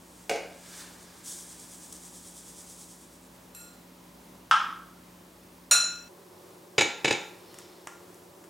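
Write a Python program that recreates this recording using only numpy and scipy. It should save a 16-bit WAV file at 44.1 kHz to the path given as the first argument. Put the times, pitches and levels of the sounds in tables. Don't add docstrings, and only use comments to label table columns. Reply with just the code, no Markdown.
import sys
import numpy as np
from scipy import signal
from scipy.fft import rfft, irfft, next_fast_len
from scipy.io import wavfile
from scipy.ndimage import uniform_filter1d

SR = 44100
rng = np.random.default_rng(int(sys.argv[2]) if len(sys.argv) > 2 else 0)


def unload_wav(signal):
    wavfile.write(
        sys.argv[1],
        SR,
        np.round(np.clip(np.atleast_2d(signal).T, -1, 1) * 32767).astype(np.int16),
    )


N = 374409
T = np.arange(N) / SR
RING_T = np.arange(SR) / SR


def amp(db):
    return 10 ** (np.asarray(db) / 20)


def unit(x):
    return x / np.sqrt(np.mean(x ** 2))


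def at(points, hz):
    points_hz, value = np.transpose(points)
    return np.interp(np.log(np.maximum(hz, 1)), np.log(points_hz), value)


def octaves(hz):
    return np.log2(np.maximum(hz, 100) / 3000)


def colour(x, points):
    size = next_fast_len(N)
    gain = amp(at(points, np.fft.rfftfreq(size, 1 / SR)))
    return unit(irfft(rfft(x, size) * gain, size)[:N])


def walk(rate_hz):
    step = int(SR / rate_hz)
    held = np.repeat(rng.standard_normal(N // step + 1), step)
    smooth = uniform_filter1d(uniform_filter1d(held, step), step)
    return unit(smooth[:N])


def stereo(mid, side, side_db, top_hz, low_hz=170):
    band = signal.butter(2, [low_hz, top_hz], "bandpass", fs=SR, output="sos")
    return mid + amp(side_db) * signal.sosfilt(band, side) * np.array([[1], [-1]])


def add(track, start_s, sound):
    i = int(start_s * SR)
    track[i:i + len(sound)] += sound[:N - i]


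def knock(points, tilt_db, linger_s):
    size = 4096
    hz = np.fft.rfftfreq(size, 1 / SR)
    cepstrum = irfft(np.log(amp(at(points, hz) + tilt_db * octaves(hz))))
    cepstrum[1:size // 2] *= 2
    cepstrum[size // 2 + 1:] = 0
    delay_s = linger_s * np.interp(hz, np.linspace(0, SR / 2, 90), rng.gamma(2, .5, 90))
    delay_phase = 2 * np.pi * np.cumsum(delay_s) * hz[1]
    response = irfft(np.exp(rfft(cepstrum) - 1j * delay_phase))[:size // 2]
    return response * np.sqrt(.005 * SR / np.sum(response ** 2))


def knocks(blows, body, linger_s):
    out = np.zeros(N)
    for start_s, level_db, tilt_db in blows:
        add(out, start_s, amp(level_db) * knock(body, tilt_db, linger_s))
    return out


def ring(hz, t60_s, level_db):
    phase = rng.uniform(0, 2 * np.pi, (len(hz), 1))
    decay = np.exp(-np.log(1000) * RING_T / t60_s[:, None])
    return amp(level_db) @ (decay * np.sin(2 * np.pi * hz[:, None] * RING_T + phase))


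def rings(blows, modes):
    out = np.zeros(N)
    hz, t60_s, mode_db = np.transpose(modes)
    for start_s, level_db, tilt_db in blows:
        add(out, start_s, ring(hz, t60_s, level_db + mode_db + tilt_db * octaves(hz)))
    return out


def diffuse(build_s=0.00062):
    # pitch_hz, t60_s
    kitchen = [(100, 0.32), (500, 0.53), (1300, 0.59), (2700, 0.53), (5400, 0.5), (8000, 0.41),
               (15000, 0.14)]
    noise = rfft(rng.standard_normal(SR))
    edges_hz = np.geomspace(40, SR / 2, 19).astype(int)
    bins_hz, out = np.arange(len(noise)), 0
    for lo, hi in zip(edges_hz, edges_hz[1:]):
        band = irfft(noise * ((bins_hz >= lo) & (bins_hz < hi)), SR)
        out = out + band * np.exp(-np.log(1000) * RING_T / at(kitchen, np.sqrt(lo * hi)))
    return out * (1 - np.exp(-RING_T / build_s)) / np.sqrt(.04 * SR)


def room(x, wet_db, side_db=-14.0):
    walls = stereo(diffuse(), diffuse(), side_db, top_hz=4260)
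    return x + amp(wet_db) * signal.oaconvolve(x[None], walls, axes=1)[:, :N]


def swells(moves, rise):
    power = 0
    for crest_s, level_db, length_s in moves:
        away = np.maximum((crest_s - T) / rise, (T - crest_s) / (1 - rise)) / length_s
        power = power + amp(level_db - 20 * away) ** 2
    return np.sqrt(power)


def friction(strength, points, rough_db, direct_db=-4.5):
    noise = colour(rng.standard_normal(N), points)
    return room(noise * strength * amp(direct_db + rough_db * walk(60)), wet_db=8)


def nearness():
    move_s, length_s = 6.08, 0.009
    return np.clip((T - move_s) / length_s, 0, 1)


def clinks():
    # start_s, glass_db, fork_db, click_db, place (0 rim .. 1 wall)
    contacts = [(3.548, -21.5, -53, -52, 1), (3.603, -24.5, -45, -70, 0.87),
                (5.711, -0.5, -1.5, -18.5, 0.018)]
    # pitch_hz, t60_s, rim_db, wall_db
    glass_modes = [(1418, .52, -30, -40), (2610, .48, -34, -44), (2638, .52, -31, -38),
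                   (4040, .46, -31, -45), (4073, .42, -21, -35), (4120, .55, -26, -38),
                   (5684, .46, -26, -41), (5710, .52, -26, -39), (5743, .4, -19, -38),
                   (7526, .39, -28, -25), (8124, .37, -37, -33), (9442, .4, -31, -28),
                   (10440, .34, -35, -36), (11440, .33, -42, -26), (13612, .25, -36, -33)]
    # pitch_hz, t60_s, level_db
    fork_modes = [(3758, .4, -38), (5286, .38, -38), (5879, .29, -31), (6804, .32, -27), (6839, .36, -26),
                  (6862, .31, -17), (6998, .33, -34), (7865, .31, -36), (8742, .37, -33), (9188, .25, -22),
                  (11620, .22, -36), (12620, .31, -42)]
    # pitch_hz, level_db
    click_body = [(250, -44), (560, -4.5), (850, -10), (1450, 4.5), (2100, -8.5), (2600, 3), (3100, -8),
                  (4100, -2), (4800, -9), (7200, -1), (9400, 3.5), (10500, -10), (13500, -10), (16000, -22)]
    click, tone = np.zeros(N), np.zeros(N)
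    hz, t60_s, rim_db, wall_db = np.transpose(glass_modes)
    for start_s, glass_db, fork_db, click_db, place in contacts:
        add(click, start_s, amp(click_db) * knock(click_body, 0, linger_s=.003))
        add(tone, start_s, ring(hz, t60_s, glass_db + rim_db + place * (wall_db - rim_db)))
        add(tone, start_s, amp(fork_db) * ring(*np.transpose(fork_modes)))
    heard = room(click, wet_db=6.5, side_db=-14) + room(tone, wet_db=-1.5, side_db=-4.5)
    return heard * np.sqrt(1 - nearness())


def rocking_bowl():
    # start_s, level_db, tilt_db_per_octave
    blows = [(6.7807, -15, -0.5), (6.790, -21, 0), (6.808, -18, 1), (6.818, -22, 0.5),
             (7.0454, -19.5, -0.5), (7.054, -22.5, -0.5), (7.079, -23.5, 0), (7.1082, -19.5, -.5),
             (7.125, -26.5, 0.5)]
    # pitch_hz, level_db
    body = [(40, -28), (125, -3.5), (215, -7.5), (420, 4), (660, -10.5), (820, 3), (1150, -11.5),
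            (2350, -0.5), (3300, -8.5), (3750, -0.5), (4400, -14), (7200, -9.5), (8500, -20), (15000, -41)]
    # pitch_hz, t60_s, level_db
    modes = [(315, 0.17, -16), (474, 0.15, -15), (542, 0.11, -13.5), (830, 0.29, -17), (1380, 0.37, -20),
             (1734, 0.13, -11.5), (2160, 0.25, -21), (2266, 0.18, -12.5), (2295, 0.22, -12),
             (2360, 0.29, -19), (2595, 0.095, -7), (2957, 0.13, -11.5), (3594, 0.14, -13.5),
             (3890, 0.17, -14.5), (4060, 0.26, -23), (4930, 0.041, -8.5), (6710, 0.3, -19),
             (6840, 0.18, -16)]
    thud = room(knocks(blows, body, linger_s=.004), wet_db=-2.5, side_db=-10.5)
    return thud + room(rings(blows, modes), wet_db=-9.0)


def ticks():
    # start_s, level_db, tilt_db_per_octave
    blows = [(7.542, -49, 2.5), (7.586, -43.5, 4), (7.871, -35.5, -0.5), (8.143, -55, 5), (8.44, -54.5, 1)]
    # pitch_hz, level_db
    body = [(300, -12), (800, 2), (1100, 5), (1400, -1.5), (1900, 1), (2400, -5), (2800, -3), (4200, -20),
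            (5800, -5.5), (8000, -6), (12000, -18), (16000, -31)]
    # pitch_hz, t60_s, level_db
    modes = [(1397, 0.14, -7.5), (5760, 0.18, -28), (7900, .13, -20)]
    return room(knocks(blows, body, linger_s=0.0017) + rings(blows, modes), wet_db=-2)


def flow():
    start_s, attack_s, stream_db = 1.228, 0.057, -50.5
    rush_db, rush_s = 12.5, 0.18
    runs_out_s, run_out_db_per_s = 2.835, 35
    crest_s, shakes_hz, shake_db = 2.166, 9.24, 2.5
    since_s = np.maximum(T - start_s, 0)
    rush = np.exp(-(since_s / rush_s) ** 2)
    shaking = (1 - rush) * np.cos(2 * np.pi * shakes_hz * (T - crest_s))
    emptying_db = run_out_db_per_s * np.maximum(T - runs_out_s, 0)
    level_db = stream_db + rush_db * rush + shake_db * shaking - emptying_db
    return np.minimum(since_s / attack_s, 1) * amp(level_db)


def pour(spread_db=2.5):
    # crest_s, level_db, length_s
    slides = [(.22, -57.5, 0.97), (.797, -46, 0.48), (.945, -56, 0.13), (1.03, -54, .2),
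              (1.19, -55.5, 0.31)]
    # start_s, level_db, tilt_db_per_octave
    clumps = [(1.9235, -40, 1)]
    # pitch_hz, level_db
    hiss = [(1000, -22), (2700, -22), (3300, -9.5), (4200, -12), (5600, -5), (8300, -0.5), (10500, -7),
            (13000, -16.5), (16000, -19)]
    size_db = spread_db * np.minimum(rng.exponential(size=N), 6)
    grains = rng.standard_normal(N) * amp(size_db)
    stream = colour(grains, hiss) * np.hypot(swells(slides, rise=.67), flow())
    return room(stream + knocks(clumps, hiss, linger_s=0.0043), wet_db=-13.0, side_db=-24)


def cup():
    # start_s, level_db, tilt_db_per_octave
    blows = [(4.5118, -13.5, 1), (4.5156, -22.5, 3)]
    # pitch_hz, level_db
    body = [(300, -33), (600, -26), (850, -11.5), (1000, -9), (1290, 3.5), (1600, -6.5), (2000, -22),
            (2250, -20), (3100, -14.5), (4300, -29), (5500, -27.5), (7500, -37.5), (10000, -42.5),
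            (15000, -79)]
    return room(knocks(blows, body, linger_s=0.000352), wet_db=5.0)


def jug():
    # start_s, level_db, tilt_db_per_octave
    blows = [(.295, -25.5, 1.5), (.298, -26.5, 0.5), (.3035, -30, -3.5), (.3125, -24.5, -3),
             (.359, -36.5, 1.5), (.412, -39, -7)]
    # pitch_hz, level_db
    body = [(120, -35), (300, -14), (430, 0.5), (620, 1.5), (820, -5.5), (1100, -22), (1550, -10),
            (1950, -17.5), (2200, -4.5), (2850, -13.5), (3200, -20), (6000, -19.5), (9000, -26.5),
            (15000, -40)]
    return room(knocks(blows, body, linger_s=0.001154), wet_db=2.5)


def stirring():
    # crest_s, level_db, length_s
    drags = [(6.35, -70, 1.4), (7.53, -57, 0.88)]
    # pitch_hz, level_db
    scrape = [(400, 1), (1400, -6), (1900, -4.5), (2500, -6), (3300, -1.5), (3800, -2), (4400, -2),
              (4950, -4.5), (5450, 0.5), (6100, -15), (14000, -12.5)]
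    return friction(swells(drags, rise=0.34), scrape, rough_db=0.7)


def hands():
    # crest_s, level_db, length_s
    rubs = [(.73, -51, 0.54), (1.1, -61, 3.7)]
    # pitch_hz, level_db
    skin = [(500, -14), (1250, -9), (1650, -2), (1950, -10), (2250, -8), (2800, -14.5), (3500, -8.5),
            (5400, -9), (14000, -19.5)]
    return friction(swells(rubs, rise=0.53), skin, rough_db=2.0)


def air(points, level_db, flicker_db=-0.5, side_db=-4.0):
    mid, side = (colour(rng.standard_normal(N), points) for _ in range(2))
    return stereo(mid, side, side_db, top_hz=3640, low_hz=407) * amp(level_db + flicker_db * walk(9))


def background(waver_db=0.8, drift=0.002):
    # pitch_hz, level_db
    air_far = [(25, -35), (50, -11), (110, -1.5), (140, -5), (200, 0), (400, -2.5), (700, -7.5), (950, -5),
               (1400, -12.5), (2800, -16.5), (8500, -18.5), (15500, -20.5)]
    # pitch_hz, level_db
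    air_near = [(25, -36), (50, -20), (95, 0.5), (140, -3.5), (220, -3.5), (370, 4), (700, -4), (980, -3),
                (1400, -11.5), (2800, -16.5), (8500, -16.5), (15500, -19.5)]
    # pitch_hz, far_db (across the counter), near_db (above the bowl)
    hum = [(58.8, -68, -90), (178.1, -59.5, -63), (258.2, -65, -84), (312.5, -67, -68.5),
           (350.4, -71.5, -62.5), (367, -75.5, -61.5), (568, -70, -66)]
    near = nearness()
    out = np.sqrt(1 - near) * air(air_far, level_db=-54.5) + np.sqrt(near) * air(air_near, level_db=-53.5)
    for hz, far_db, near_db in hum:
        phase = 2 * np.pi * np.cumsum(hz * (1 + drift * walk(8))) / SR
        level_db = far_db + near * (near_db - far_db) + waver_db * walk(6)
        out = out + unit(np.sin(phase)) * amp(level_db)
    return out


def scene():
    bowl = clinks() + rocking_bowl() + ticks() + stirring()
    vessels = pour() + cup() + jug() + hands()
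    return bowl + vessels + background()


def record(dry):
    top_hz = 15900
    return signal.sosfilt(signal.ellip(8, .2, 70, top_hz, fs=SR, output="sos"), dry)


dry = scene()
out = record(dry)
unload_wav(out)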